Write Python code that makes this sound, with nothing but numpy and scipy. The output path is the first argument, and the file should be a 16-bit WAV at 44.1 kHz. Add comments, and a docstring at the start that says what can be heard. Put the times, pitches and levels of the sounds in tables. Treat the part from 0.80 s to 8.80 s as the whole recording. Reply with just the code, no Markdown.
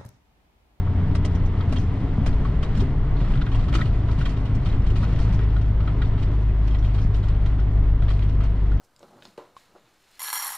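"""A heavy diesel truck heard from inside its cab, rolling slowly over a dirt yard as the engine speed sinks.
Engine orders drone as sines on falling pitch curves, over a road bed of three shaped noises.
Bumps thud as short pushes into ringing frame modes. Loose trim buzzes in gusts as random contacts,
and knocks, snaps, ticks and clinks as short chatters that ring plastic and hard-part modes."""
import sys
import numpy as np
from scipy import signal
from scipy.fft import rfft, irfft
from scipy.io import wavfile
from scipy.ndimage import uniform_filter1d, minimum_filter1d

SR = 44100
rng = np.random.default_rng(int(sys.argv[2]) if len(sys.argv) > 2 else 0)


def to_wav(s):
    """Save 16-bit WAV."""
    ch = np.atleast_2d(s).T  # columns
    pcm = np.round(np.clip(ch, -1, 1) * 32767)  # PCM
    wavfile.write(sys.argv[1], SR, pcm.astype(np.int16))


N = 352800

# Engine speed and firing tone: (time [s], half the firing rate [Hz], level of the firing tone [dB])
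ENGINE_CURVE = [(0, 30.42, -55), (.5, 30.25, -27), (1.1, 30.02, -47), (1.5, 29.03, -27), (2, 28.46, -28.5),
                (2.5, 27.58, -32.5), (2.9, 27.03, -25), (3.6, 26.68, -26), (4.3, 26.47, -24),
                (4.7, 26, -18.5), (5.3, 26.06, -23.5), (5.8, 25.85, -18), (6.3, 25.59, -22.5),
                (7, 25.29, -18), (7.5, 25.14, -21), (8, 24.85, -18)]
# Trim blows, levels ahead of the layer gains: (time [s], knock [dB], crack [dB], tick [dB], knock pitch [Hz])
TRIM_HITS = [(0.068, -31, -67.5, -81, 1160), (0.351, -30.5, -53, -45, 1160), (0.449, -32, -52, -42, 1340),
             (0.549, -44, -53.5, -58, 1110), (0.803, -30.5, -49, -67, 1260), (0.925, -29.5, -45, -49, 1150),
             (0.9596, -30, -42, -50, 1000), (1.4628, -27, -42, -42, 1230), (1.6485, -24.5, -48, -71, 1080),
             (1.8285, -29, -40.5, -47, 1189), (1.95, -49, -50.5, -53, 1140), (1.972, -46, -48, -48, 1140),
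             (2.001, -36, -42.5, -44.5, 1090), (2.4, -39, -47.5, -61, 1900), (2.5068, -31, -56, -69, 1030),
             (2.55, -30.5, -56, -63, 1260), (2.613, -29, -56, -65, 1417), (2.666, -29, -62, -73, 1530),
             (2.715, -30, -46, -59, 1050), (2.748, -27, -50, -51, 1000), (2.7905, -31.5, -48, -60, 1020),
             (2.836, -46, -56, -60, 1900), (2.881, -31, -45.5, -56, 1200), (2.926, -27, -52, -58, 1270),
             (2.938, -23, -37, -43.5, 2000), (2.948, -21.5, -33, -40.5, 1254),
             (2.986, -24.5, -49, -54, 1300), (3.006, -25, -63, -66, 1280), (3.014, -22.5, -61, -66, 1920),
             (3.054, -50, -45, -59, 1060), (3.286, -30, -52, -64, 1230), (3.312, -37, -47, -59, 1020),
             (3.3845, -40, -45, -53, 1010), (3.409, -28, -43.5, -64, 1440), (3.458, -28, -40.5, -51, 1172),
             (3.49, -38, -47, -52, 1920), (3.565, -37, -47, -62, 1160), (3.653, -50, -45.5, -67, 1189),
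             (3.748, -43, -51, -51, 1120), (3.856, -37, -42, -58, 1210), (3.887, -45, -53, -55, 1219),
             (4.064, -40, -44.5, -54, 1090), (4.1, -32, -46.5, -54, 1010), (4.157, -34, -39.5, -54, 1190),
             (4.228, -28, -46, -70, 1300), (4.324, -33, -49, -68, 1030), (4.387, -34, -48.5, -51, 1101),
             (4.524, -40, -48, -51.5, 1090), (4.59, -34, -70, -68, 1350), (4.76, -32, -62, -72, 1343),
             (4.811, -44, -52, -55.5, 1380), (5.003, -34, -51, -82, 1250), (5.073, -27.5, -47.5, -71, 1290),
             (5.216, -26, -42, -66, 1460), (5.377, -32.5, -50.5, -68, 1190),
             (5.425, -50, -46.5, -52.5, 1240), (5.875, -41, -45.5, -54, 1042),
             (5.9458, -32, -53, -63, 1930), (6.043, -36, -45.5, -61, 2050), (6.143, -37, -45, -60, 1125),
             (6.179, -35, -46, -66, 1197), (6.342, -38, -44, -52, 1030), (6.433, -33.5, -50, -76, 1310),
             (6.481, -34, -47.5, -54, 1091), (6.6593, -36, -49, -57, 1491), (6.788, -31.5, -52, -76, 1240),
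             (7.22, -35, -54, -80, 1420), (7.283, -30.5, -55, -72, 1190), (7.3, -31, -42.5, -57, 1150),
             (7.42, -40, -47, -68, 1900), (7.49, -46, -50.5, -61, 1900), (7.602, -30.5, -49, -76, 1260),
             (7.634, -36, -52.5, -53, 1111), (7.757, -46, -58, -66, 1900), (7.914, -34, -55, -67, 1356)]
# Low modes of the plastic trim: (pitch [Hz], relative level [dB], 60 dB decay [s])
TRIM_MODES = [(630, -3, .035), (1000, -4, .025), (1150, -4, .028), (1285, -1, .03), (1420, -2, .035),
              (1630, -3, .035), (1925, 0, .03), (2200, -3, .03), (2450, -4, .03)]
# High modes of small hard parts: (pitch [Hz], relative level [dB], 60 dB decay [s])
HARD_MODES = [(2800, 0, .02), (3230, 0, .028), (3570, 0, .025), (3890, -1, .022), (4200, -2, .016),
              (4650, -2, .016), (5200, -3, .014), (5550, -5, .014), (5900, -4, .018), (6400, -6, .012),
              (6950, -3, .016), (8500, -9, .016)]
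# Spectrum of a dry crack: (frequency [Hz], relative density [dB])
CRACK_SPECTRUM = [(1200, -27.5), (2200, 3), (3300, 6), (4000, -1), (5000, -9.5), (7000, -40.5)]
# Spectrum of a bright tick: (frequency [Hz], relative density [dB])
TICK_SPECTRUM = [(3000, -29), (4800, -1), (6000, -7), (7300, -7.5), (8500, -11), (10000, -11),
                 (12000, -37.5), (14000, -58)]


def from_db(db):
    """Decibels to gain."""
    return 10 ** (np.asarray(db) / 20)


def rms_one(x):
    """Scale to rms 1."""
    return x / np.sqrt(np.mean(x ** 2) + 1e-20)


def in_time(rows):
    """Columns of a curve, one value per sample."""
    s, *columns = np.transpose(rows)
    return [np.interp(np.arange(N) / SR, s, c) for c in columns]


def at_hz(points, hz):
    """Read a spectrum on a log-frequency axis."""
    point_hz, value = np.transpose(points)
    return np.interp(np.log(hz), np.log(point_hz), value)


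def drift(rate_hz):
    """Slow random wander of rms 1: noise through a double low-pass, made at every 40th sample."""
    r = np.exp(-80 * np.pi * rate_hz / SR)
    noise = rng.standard_normal(N // 40 + 2002)
    slow = rms_one(signal.lfilter([1], [1, -2 * r, r * r], noise)[2000:])
    return np.interp(np.arange(N) / 40, np.arange(len(slow)), slow)


def ring(clicks, hz, t60):
    """Two-pole resonator: a unit click sets a dying sine of height 1 ringing."""
    r, w = from_db(-60 / (t60 * SR)), 2 * np.pi * hz / SR
    return signal.lfilter([0, np.sin(w)], [1, -2 * r * np.cos(w), r * r], clicks + 1e-18)


def tone(hz, level_db):
    """A sine of given rms level that follows a pitch curve."""
    turns = np.cumsum(hz) / SR + rng.random()
    return np.sqrt(2) * from_db(level_db) * np.sin(2 * np.pi * turns)


def band(x, low_hz, high_hz):
    """Soft band-pass."""
    return signal.sosfilt(signal.butter(2, [low_hz, high_hz], "band", fs=SR, output="sos"), x)


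def colour(spectrum, mid, side):
    """Two sources become a stereo pair with this spectrum and the cab's likeness per frequency; rms 1."""
    # Likeness of left and right in the cab: (frequency [Hz], likeness [0 to 1])
    likeness = [(60, 1.0), (150, 0.97), (370, 0.97), (920, 0.85), (2280, 0.73), (5660, 0.042),
                (14000, 0.17)]
    hz = np.maximum(np.fft.rfftfreq(N, 1 / SR), 1)
    gain = from_db(at_hz(spectrum, hz))
    alike = np.clip(at_hz(likeness, hz), 0, 1)
    mid = rfft(mid) * gain * np.sqrt(1 + alike)
    side = rfft(side) * gain * np.sqrt(1 - alike)
    return rms_one(irfft([mid + side, mid - side], N))


def engine():
    """The pitched layers: engine orders, booms, whines and the hum of the cab."""
    return strong_orders() + booms_and_whines() + cycle_orders() + mount_hum() + faint_whines()


def strong_orders():
    """The firing tone, and four higher orders as loud as the cab lets through at their pitch."""
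    # Cab gain for the higher orders: (pitch [Hz], mean level [dB])
    cab_gain = [(72, -40), (76, -45), (82, -33.5), (87, -35.5), (89.5, -26), (93, -21.5), (99, -24),
                (103, -25.5), (108.5, -27), (113, -45.5), (119, -31.5), (123, -39.5), (132, -34.5),
                (142, -33.5), (149, -39), (154, -42.5), (165, -48.5), (179, -53), (183, -32.5)]
    half_firing_hz, firing_db = in_time(ENGINE_CURVE)
    out = tone(2 * half_firing_hz, firing_db)
    for multiple in (3, 4, 5, 6):
        hz = multiple * half_firing_hz
        waver_db = 1.94 * drift(1.5)
        out += tone(hz, at_hz(cab_gain, hz) + waver_db)
    return out


def booms_and_whines():
    """Booms near 280 Hz and whines near 730 and 910 Hz swell and fade on sinking pitches; all waver as one."""
    # Booms, one table a swell: (time [s], pitch [Hz], mean level [dB])
    booms = [
        [(0, 284, -48), (.35, 282, -41), (.65, 279, -50), (.9, 278, -36), (1.2, 275, -36), (1.5, 269, -41),
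         (1.9, 265, -50), (2.1, 263, -60)],
        [(2.1, 283, -60), (2.5, 282, -44), (3, 278, -49), (3.8, 272, -46), (4.5, 268, -52), (4.7, 266, -65)],
        [(4.7, 285, -65), (5, 284, -48), (6, 283, -50), (7, 279, -47), (8, 275, -50)],
    ]
    # Whines, one table a swell: (time [s], pitch [Hz], mean level [dB])
    swelling_whines = [
        [(0, 730, -53), (.4, 728, -57), (.6, 725, -75)],
        [(0, 914, -56), (.7, 908, -56), (1.3, 898, -72)],
        [(.6, 742, -75), (.85, 737, -53), (1.15, 729, -51), (1.4, 716, -53), (1.7, 708, -75)],
        [(2.4, 742, -75), (2.7, 735, -55), (3.2, 727, -54), (3.6, 719, -57), (4.4, 712, -59), (4.8, 708, -75)],
    ]
    return from_db(drift(1.7)) * sum(tone(*in_time(rows)) for rows in booms + swelling_whines)


def cycle_orders():
    """Every sixth of the firing rate sounds weakly, as cylinders differ."""
    # Weak orders as the cab colours them: (frequency [Hz], mean peak level [dB])
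    order_levels = [(8, -35), (26, -34), (60, -36.5), (140, -41), (280, -54.5), (450, -59.5), (750, -53),
                    (1200, -75)]
    half_firing_hz, _ = in_time(ENGINE_CURVE)
    cycle_hz = half_firing_hz[::20] / 3   # made at every 20th sample
    turns, weak = np.cumsum(cycle_hz) * 20 / SR, 0
    for order in range(1, 46):
        if order not in (6, 9, 12, 15, 18):   # those are the strong orders
            level_db = at_hz(order_levels, order * cycle_hz) + 2.5 * drift(1.0)[::20]
            weak = weak + from_db(level_db) * np.sin(2 * np.pi * (order * turns + rng.random()))
    return signal.resample_poly(weak, 20, 1)[:N]


def road():
    """Three noise layers: frame shudder, rumble, and a tyre roar that throbs with each firing."""
    # Road roughness, rumble ahead of its lift: (time [s], frame shudder [dB], rumble [dB])
    roughness = [(0.0, -30.5, -46), (0.13, -29.5, -31), (1.36, -25.5, -28.5), (1.47, -24.5, -29),
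                 (2.36, -23, -33), (2.69, -22.5, -30), (3.72, -26.5, -32), (3.96, -19, -30),
                 (4.43, -20, -31.5), (4.75, -42, -35.5), (5.35, -21.5, -33.5), (5.64, -34, -42),
                 (6.11, -27, -38.5), (7.08, -22.5, -42), (7.69, -26.5, -39.5), (8.0, -27.5, -45)]
    # Spectrum of the frame shudder: (frequency [Hz], relative density [dB])
    shudder_spectrum = [(5.9, -31), (10, 0), (26, 6.5), (33, 3.5), (80, -7), (100, -26), (180, -120)]
    # Spectrum of the rumble: (frequency [Hz], relative density [dB])
    rumble_spectrum = [(29, -19.5), (50, -7), (112, -5.5), (226, -18.5), (278, -20.5), (340, -32),
                       (440, -48), (750, -120)]
    # Spectrum of the tyre roar: (frequency [Hz], relative density [dB])
    roar_spectrum = [(160, -32), (280, 0), (324, -8.5), (418, -4), (532, -13), (688, -11.5), (834, -14.5),
                     (980, -13), (1690, -23), (2020, -20.5), (2450, -30), (3220, -29.5), (8700, -56.5),
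                     (13000, -67.5)]
    shudder_db, rumble_db = in_time(roughness)
    rumble_db = rumble_db + 4.5 + 1.3 * drift(7.8)
    # the roar fades as the truck slows (dB per s) and swells a little with the shudder (dB per dB)
    roar_db = -38.5 - 0.3839 * np.arange(N) / SR + 0.077 * (shudder_db - shudder_db.mean())
    firing = np.cos(4 * np.pi * np.cumsum(in_time(ENGINE_CURVE)[0]) / SR)
    roar_db = roar_db + 0.5 * firing + 0.8 * drift(5.2)
    white = rng.standard_normal((6, N))
    shudder = from_db(shudder_db) * colour(shudder_spectrum, *white[:2])
    rumble = from_db(rumble_db) * colour(rumble_spectrum, *white[2:4])
    roar = from_db(roar_db) * colour(roar_spectrum, *white[4:])
    return shudder + rumble + roar


def thuds():
    """A click and a soft noisy push ring the frame at its own pitch, with a weaker mode just above."""
    # Bumps through the frame: (time [s], strike level [dB], ring pitch [Hz])
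    bumps = [(0.551, -25.5, 209), (0.917, -27.5, 243), (1.381, -18, 213.5), (1.738, -22, 162),
             (1.974, -18, 196.9), (1.995, -24, 260.3), (2.022, -23, 386), (2.415, -16.5, 160),
             (2.48, -23.5, 205), (2.949, -22.5, 326), (3.382, -16, 155), (3.877, -25.5, 164),
             (4.119, -25.5, 354), (4.502, -20, 178), (5.478, -29, 368), (6.25, -14.5, 138),
             (7.228, -21.5, 163.3)]
    panel_hz, panel_octaves = 255.4, 0.21   # bumps near the panel's pitch ring longer
    frame_t60_s, panel_extra_s = 0.096, 0.38
    out = np.zeros(N)
    for s, level_db, hz in bumps:
        nearness = np.exp(-(np.log2(hz / panel_hz) / panel_octaves) ** 2)
        t60 = frame_t60_s + panel_extra_s * nearness
        push, at = np.zeros(SR // 2), round(s * SR)
        push[:300] = np.hanning(300) * rng.standard_normal(300) * 0.013
        push[0] = 1
        body = ring(push, hz, t60) + 0.14 * ring(push, 1.2 * hz, t60)
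        out[at:at + SR // 2] += from_db(level_db) * body[:N - at]
    return out


def hits():
    """Each hit rings the trim modes near its own pitch, and its dry crack and tick rattle in noise."""
    s, knock_db, crack_db, tick_db, knock_hz = np.transpose(TRIM_HITS)
    length_s = 15 / knock_hz   # a knock chatters for 15 cycles of its pitch
    knock = struck((s, length_s), TRIM_MODES, knock_db - 2.5, knock_hz, far_db=45)
    # the strong upper mode answers 4 ms after the knock
    knock += struck((s + .004, length_s), TRIM_MODES[6:7], knock_db - 11.0, knock_hz, far_db=8.5)
    rattle = (s, np.full(len(s), 0.023))
    # the panel behind thumps
    body = chatters(rattle, knock_db - 21.5) * rms_one(band(rng.standard_normal(N), 450, 1300))
    white = rng.standard_normal((4, N))
    crack = chatters(rattle, crack_db + 4.0) * colour(CRACK_SPECTRUM, *white[:2])
    tick = chatters(rattle, tick_db + 3.0) * colour(TICK_SPECTRUM, *white[2:])
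    return band(knock, 500, 3100) + body + ringing(crack + tick)


def snaps():
    """Sharp first contact of loose parts: a very short crack rings the trim modes, then bounces once."""
    # Snaps, levels ahead of the layer gains: (time [s], strength [dB], treble strength [dB])
    contacts = [(0.3514, -26, -41.5), (0.4497, -25, -40), (0.925, -28, -38.5), (1.4626, -26, -40),
                (1.529, -35, -61), (1.8282, -32, -49), (2.538, -31.5, -65), (2.614, -28.5, -67),
                (2.665, -30, -67), (2.9272, -28, -45), (3.2857, -34.5, -59), (3.407, -33, -61),
                (3.457, -24.5, -47), (3.924, -33, -53), (4.361, -33, -64), (4.493, -37, -53),
                (4.591, -34.5, -67), (4.766, -34, -65), (5.0756, -31, -69), (5.22, -31, -61),
                (5.9471, -33, -64), (6.026, -32, -60), (6.66, -32.5, -61), (7.222, -33.5, -73),
                (7.2829, -27.5, -65), (7.3935, -31.5, -57)]
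    s, level_db, treble_db = np.transpose(contacts)
    favoured_hz = np.full(len(s), 1900)   # a snap favours the upper trim modes
    damped = [(hz, 0, t60 / 2) for hz, _, t60 in TRIM_MODES[3:] + HARD_MODES[:4]]
    white = rng.standard_normal((4, N))
    crack_noise = colour(CRACK_SPECTRUM, *white[:2])
    tick_noise = colour(TICK_SPECTRUM, *white[2:])
    out = 0
    for late_s, change_db in ((0, 0), (0.0099, -10.5)):   # the snap, then its bounce
        table = (s + late_s - .001, np.full(len(s), 0.0082))
        snap_db, bright_db = level_db + change_db, treble_db + change_db
        out = out + struck(table, damped, snap_db - 13.0, favoured_hz, far_db=5.0)
        out = out + chatters(table, snap_db - 8.5) * crack_noise
        # the brightest snaps also knock the lowest mode
        out = out + struck(table, TRIM_MODES[:1], bright_db + 12.5, favoured_hz, far_db=0.5)
        out = out + chatters(table, bright_db) * tick_noise
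    return out


def clinks():
    """Each clink of small hard parts rings the high modes near its pitch."""
    # Clinks, levels ahead of the layer gain: (time [s], strength [dB], pitch [Hz], chatter length [s])
    contacts = [(0.548, -48.5, 6200, 0.03), (0.656, -50.5, 6200, 0.033), (0.806, -49, 3660, 0.013),
                (0.923, -50, 4700, .015), (0.962, -58, 3300, 0.015), (0.968, -43, 3300, 0.018),
                (0.981, -41.5, 6146, 0.085), (1.824, -49, 3230, .02), (1.994, -49, 3700, .03),
                (2.364, -44.5, 4200, 0.18), (2.572, -48, 3460, 0.016), (2.617, -45.5, 3800, 0.016),
                (2.743, -44.5, 2780, 0.014), (3.01, -42, 3660, 0.027), (3.31, -51, 4600, .02),
                (3.451, -46, 3230, .02), (4.398, -43, 5086, 0.066), (4.476, -55, 4800, 0.018),
                (4.54, -48, 5604, 0.056), (4.631, -57, 5234, 0.035), (5.907, -54, 3230, .015),
                (5.985, -52, 5585, 0.047), (6.218, -46.5, 5230, 0.094), (7.288, -49, 4200, 0.041),
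                (7.334, -54, 4300, .025)]
    s, level_db, hz, length_s = np.transpose(contacts)
    return band(struck((s, length_s), HARD_MODES, level_db + 6.0, hz, far_db=35.0), 1900, 8500)


def chatters(table, level_db, shape=1):
    """Dying chatters laid out in time; long ones build up more slowly."""
    s, length_s = table
    passed = np.arange(4000) / SR / np.maximum(length_s, .002)[:, None]   # in chatter lengths
    envelope = np.exp(-3.0 * passed) * (1 - np.exp(-passed / 0.09))
    at = (s * SR).astype(int)[:, None] + np.arange(4000)
    out = np.zeros(N + 4000)
    np.add.at(out, at, shape * envelope * from_db(level_db)[:, None])
    return out[:N]


def struck(table, modes, blow_db, own_hz, far_db):
    """A clean push in step with each mode and a noisy chatter ring modes that lose far_db per octave off pitch."""
    firmness, contact_s = 3.5, .006   # strength of the clean push against the chatter, and its length
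    rough = rng.standard_normal((len(own_hz), 4000)) / np.sqrt(table[1] * SR / 6)[:, None]
    t = np.arange(4000) / SR
    push = firmness * 4 / (contact_s * SR) * np.sin(np.pi * np.minimum(t / contact_s, 1)) ** 2
    out = 0
    for hz, level_db, t60 in modes:
        mode_db = blow_db + level_db - far_db * abs(np.log2(hz / own_hz))
        drive = rough + push * np.sin(2 * np.pi * hz * t)
        out = out + ring(chatters(table, mode_db, drive), hz, t60)
    return out


def ringing(x):
    """A burst of noise stays partly dry and sets the upper trim modes and the small parts ringing."""
    rung = 0
    for k, (hz, _, t60) in enumerate(TRIM_MODES[6:] + HARD_MODES):
        evening = 2 * (1 - from_db(-60 / (t60 * SR)))   # offsets the resonator's gain
        rung = rung + (-1) ** k * ring(x, hz, t60) * evening
    return from_db(-8) * x + from_db(4.5) * rung


def buzz():
    """Loose trim makes dense small contacts while the cab shakes; part of them ring the trim modes."""
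    # How hard the cab shakes: (time [s], shaking [dB])
    shaking = [(0, -51), (.3, -48.5), (.55, -49), (.9, -45), (1.2, -48.5), (1.7, -48), (1.97, -45.5),
               (2.2, -56), (2.5, -42), (2.9, -48.5), (3.24, -47), (3.6, -50), (4.2, -44.5), (4.45, -42),
               (4.9, -50), (5.66, -48), (6, -49), (7.1, -51), (8, -49)]
    # Spectrum of the dull buzz: (frequency [Hz], relative density [dB])
    dull_spectrum = [(350, -25.5), (600, 5.5), (776, -9), (1280, -1.5), (1710, -4.5), (1900, -4),
                     (2190, -6.5), (3300, -8.5), (5000, -30.5), (6500, -61.5), (11000, -120)]
    # Spectrum of the bright buzz: (frequency [Hz], relative density [dB])
    bright_spectrum = [(1470, -33.5), (2500, -2), (3320, -11.5), (4140, -4.5), (4750, -8.5), (7800, -21),
                       (8650, -18.5), (13000, -42)]
    shake_db, = in_time(shaking)
    mean_db = shake_db.mean()
    bright_db = mean_db - 16.5 + 1.3 * (shake_db - mean_db)   # swings more than the dull one
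    crack_db = np.transpose(TRIM_HITS)[2]
    dull_gain = from_db(shake_db) + stir(crack_db - 2.5)
    bright_gain = from_db(bright_db) + stir(crack_db - 10.5)
    dull = from_db(-5.0) * colour(dull_spectrum, *grains(3000, 4.3))
    dull = dull + from_db(-16.0) * band(taps(TRIM_MODES, 200), 780, 2000)
    bright = from_db(-0.5) * colour(bright_spectrum, *grains(3500, 3.0))
    bright = bright + from_db(-5.5) * band(taps(HARD_MODES, 150), 2300, 8000)
    return dull_gain * dull + bright_gain * bright


def stir(level_db):
    """The shaking around each hit: a quick rise and a dying tail, as gain."""
    rise_s, t60_s = 0.018, 0.26
    kicks, r = np.zeros(N), from_db(-60 / (t60_s * SR))
    kicks[(np.transpose(TRIM_HITS)[0] * SR).astype(int)] = from_db(level_db)
    tails = signal.lfilter([1], [1, -r], kicks + 1e-18)
    return uniform_filter1d(tails, int(rise_s * SR))


def grains(per_s, spread_db):
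    """Two trains of random contacts of uneven size, bunched in time."""
    born = rng.random((2, N)) < per_s * from_db(4.5 * drift(15)) / SR
    size = from_db(spread_db * np.minimum(rng.exponential(1, (2, N)), 4))
    return born * size * rng.choice([-1, 1], (2, N))


def taps(modes, per_s):
    """Stray contacts dealt at random to the modes; rms 1."""
    contacts, dealt = grains(per_s, 3.2)[0], rng.integers(0, len(modes), N)
    out = 0
    for k, (hz, level_db, t60) in enumerate(modes):
        out = out + from_db(level_db) * ring(contacts * (dealt == k), hz, t60)
    return rms_one(out)


def moan():
    """A low moan of the cab over the rough ground: a gliding sine that fades in and out at its ends."""
    # Cab moan: (time [s], pitch [Hz], level [dB])
    curve = [(1.2, 47, -38), (1.5, 45, -25), (1.8, 50, -26), (2.05, 48, -40), (2.4, 45, -23),
             (2.75, 43, -36), (3.05, 50, -25), (3.4, 49, -40)]
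    t, first, last = np.arange(N) / SR, curve[0][0], curve[-1][0]
    return tone(*in_time(curve)) * np.clip(np.minimum(t - first, last - t) * 10, 0, 1)


def mount_hum():
    """A low hum of the cab on its mounts, strongest at the start: a sine wandering in pitch and level."""
    # Hum on the mounts: (time [s], pitch [Hz], level [dB])
    curve = [(0, 27.05, -28.5), (1.1, 24.85, -44.5), (1.6, 24, -37), (2.1, 24.61, -40), (3, 28.2, -39.5),
             (4, 25.1, -45.5)]
    return tone(*in_time(curve))


def faint_whines():
    """Faint whines of fan and pumps: noise through narrow resonators."""
    # Whines: (pitch [Hz], width [Hz], level at the start [dB], level at the end [dB])
    resonances = [(595, 3.1, -64, -62.5), (676, 4, -63, -55.5)]
    out = 0
    for hz, width_hz, start_db, end_db in resonances:
        narrow = rms_one(ring(rng.standard_normal(N), hz, np.log(1000) / np.pi / width_hz))
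        out = out + from_db(np.linspace(start_db, end_db, N)) * narrow
    return out


def cab(x):
    """The small padded cab: a short burst of dying reflections, other ones at each side."""
    t = np.arange(SR // 5) / SR
    t60_s = 0.05
    echoes = rng.standard_normal((2, len(t))) * from_db(-60 * t / t60_s) * (t > .002)
    echoes /= np.sqrt(np.sum(echoes ** 2, axis=1, keepdims=True))
    return signal.fftconvolve(x, echoes, axes=1)[:, :N]


def scene():
    """Engine, moan and thuds fill the cab alike on both sides; the trim sounds close by with cab echoes."""
    trim = hits() + snaps() + clinks()
    return engine() + road() + thuds() + trim + from_db(-4.5) * cab(trim) + buzz() + moan()


def record(dry):
    """Two microphone ports differ in level and phase by frequency; a limiter holds the peaks, the top is cut."""
    # Level of left over right: (frequency [Hz], difference [dB])
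    tilt = [(60, 1), (400, 1), (700, .3), (1240, 1), (2280, -1.5), (4200, -.5), (7700, 3), (14000, 1)]
    # Phase by which left leads right: (frequency [Hz], lead [rad])
    lead = [(0, 0), (690, -.2), (2400, .9), (4700, 1.1), (7200, 3.4), (10000, 2.6), (12000, 0)]
    limit, cutoff_hz = .385, 14600
    dry = np.pad(dry, ((0, 0), (3600, 3600)), "reflect")   # run-in for the filters
    hz = np.maximum(np.fft.rfftfreq(N + 7200, 1 / SR), 1)
    # each port takes half the difference
    half = from_db(at_hz(tilt, hz) / 2) * np.exp(.5j * np.interp(hz, *np.transpose(lead)))
    ports = irfft(rfft(dry) * [half, 1 / half], N + 7200)
    peak = -minimum_filter1d(-abs(ports).max(axis=0), 2001)   # the limiter looks ahead and eases the gain
    ports = ports * uniform_filter1d(np.minimum(1, limit / peak), 2001)
    low_pass = signal.cheby2(12, 70, cutoff_hz, fs=SR, output="sos")
    return signal.sosfilt(low_pass, ports)[:, 3600:N + 3600]


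dry = scene()
out = record(dry)
to_wav(out)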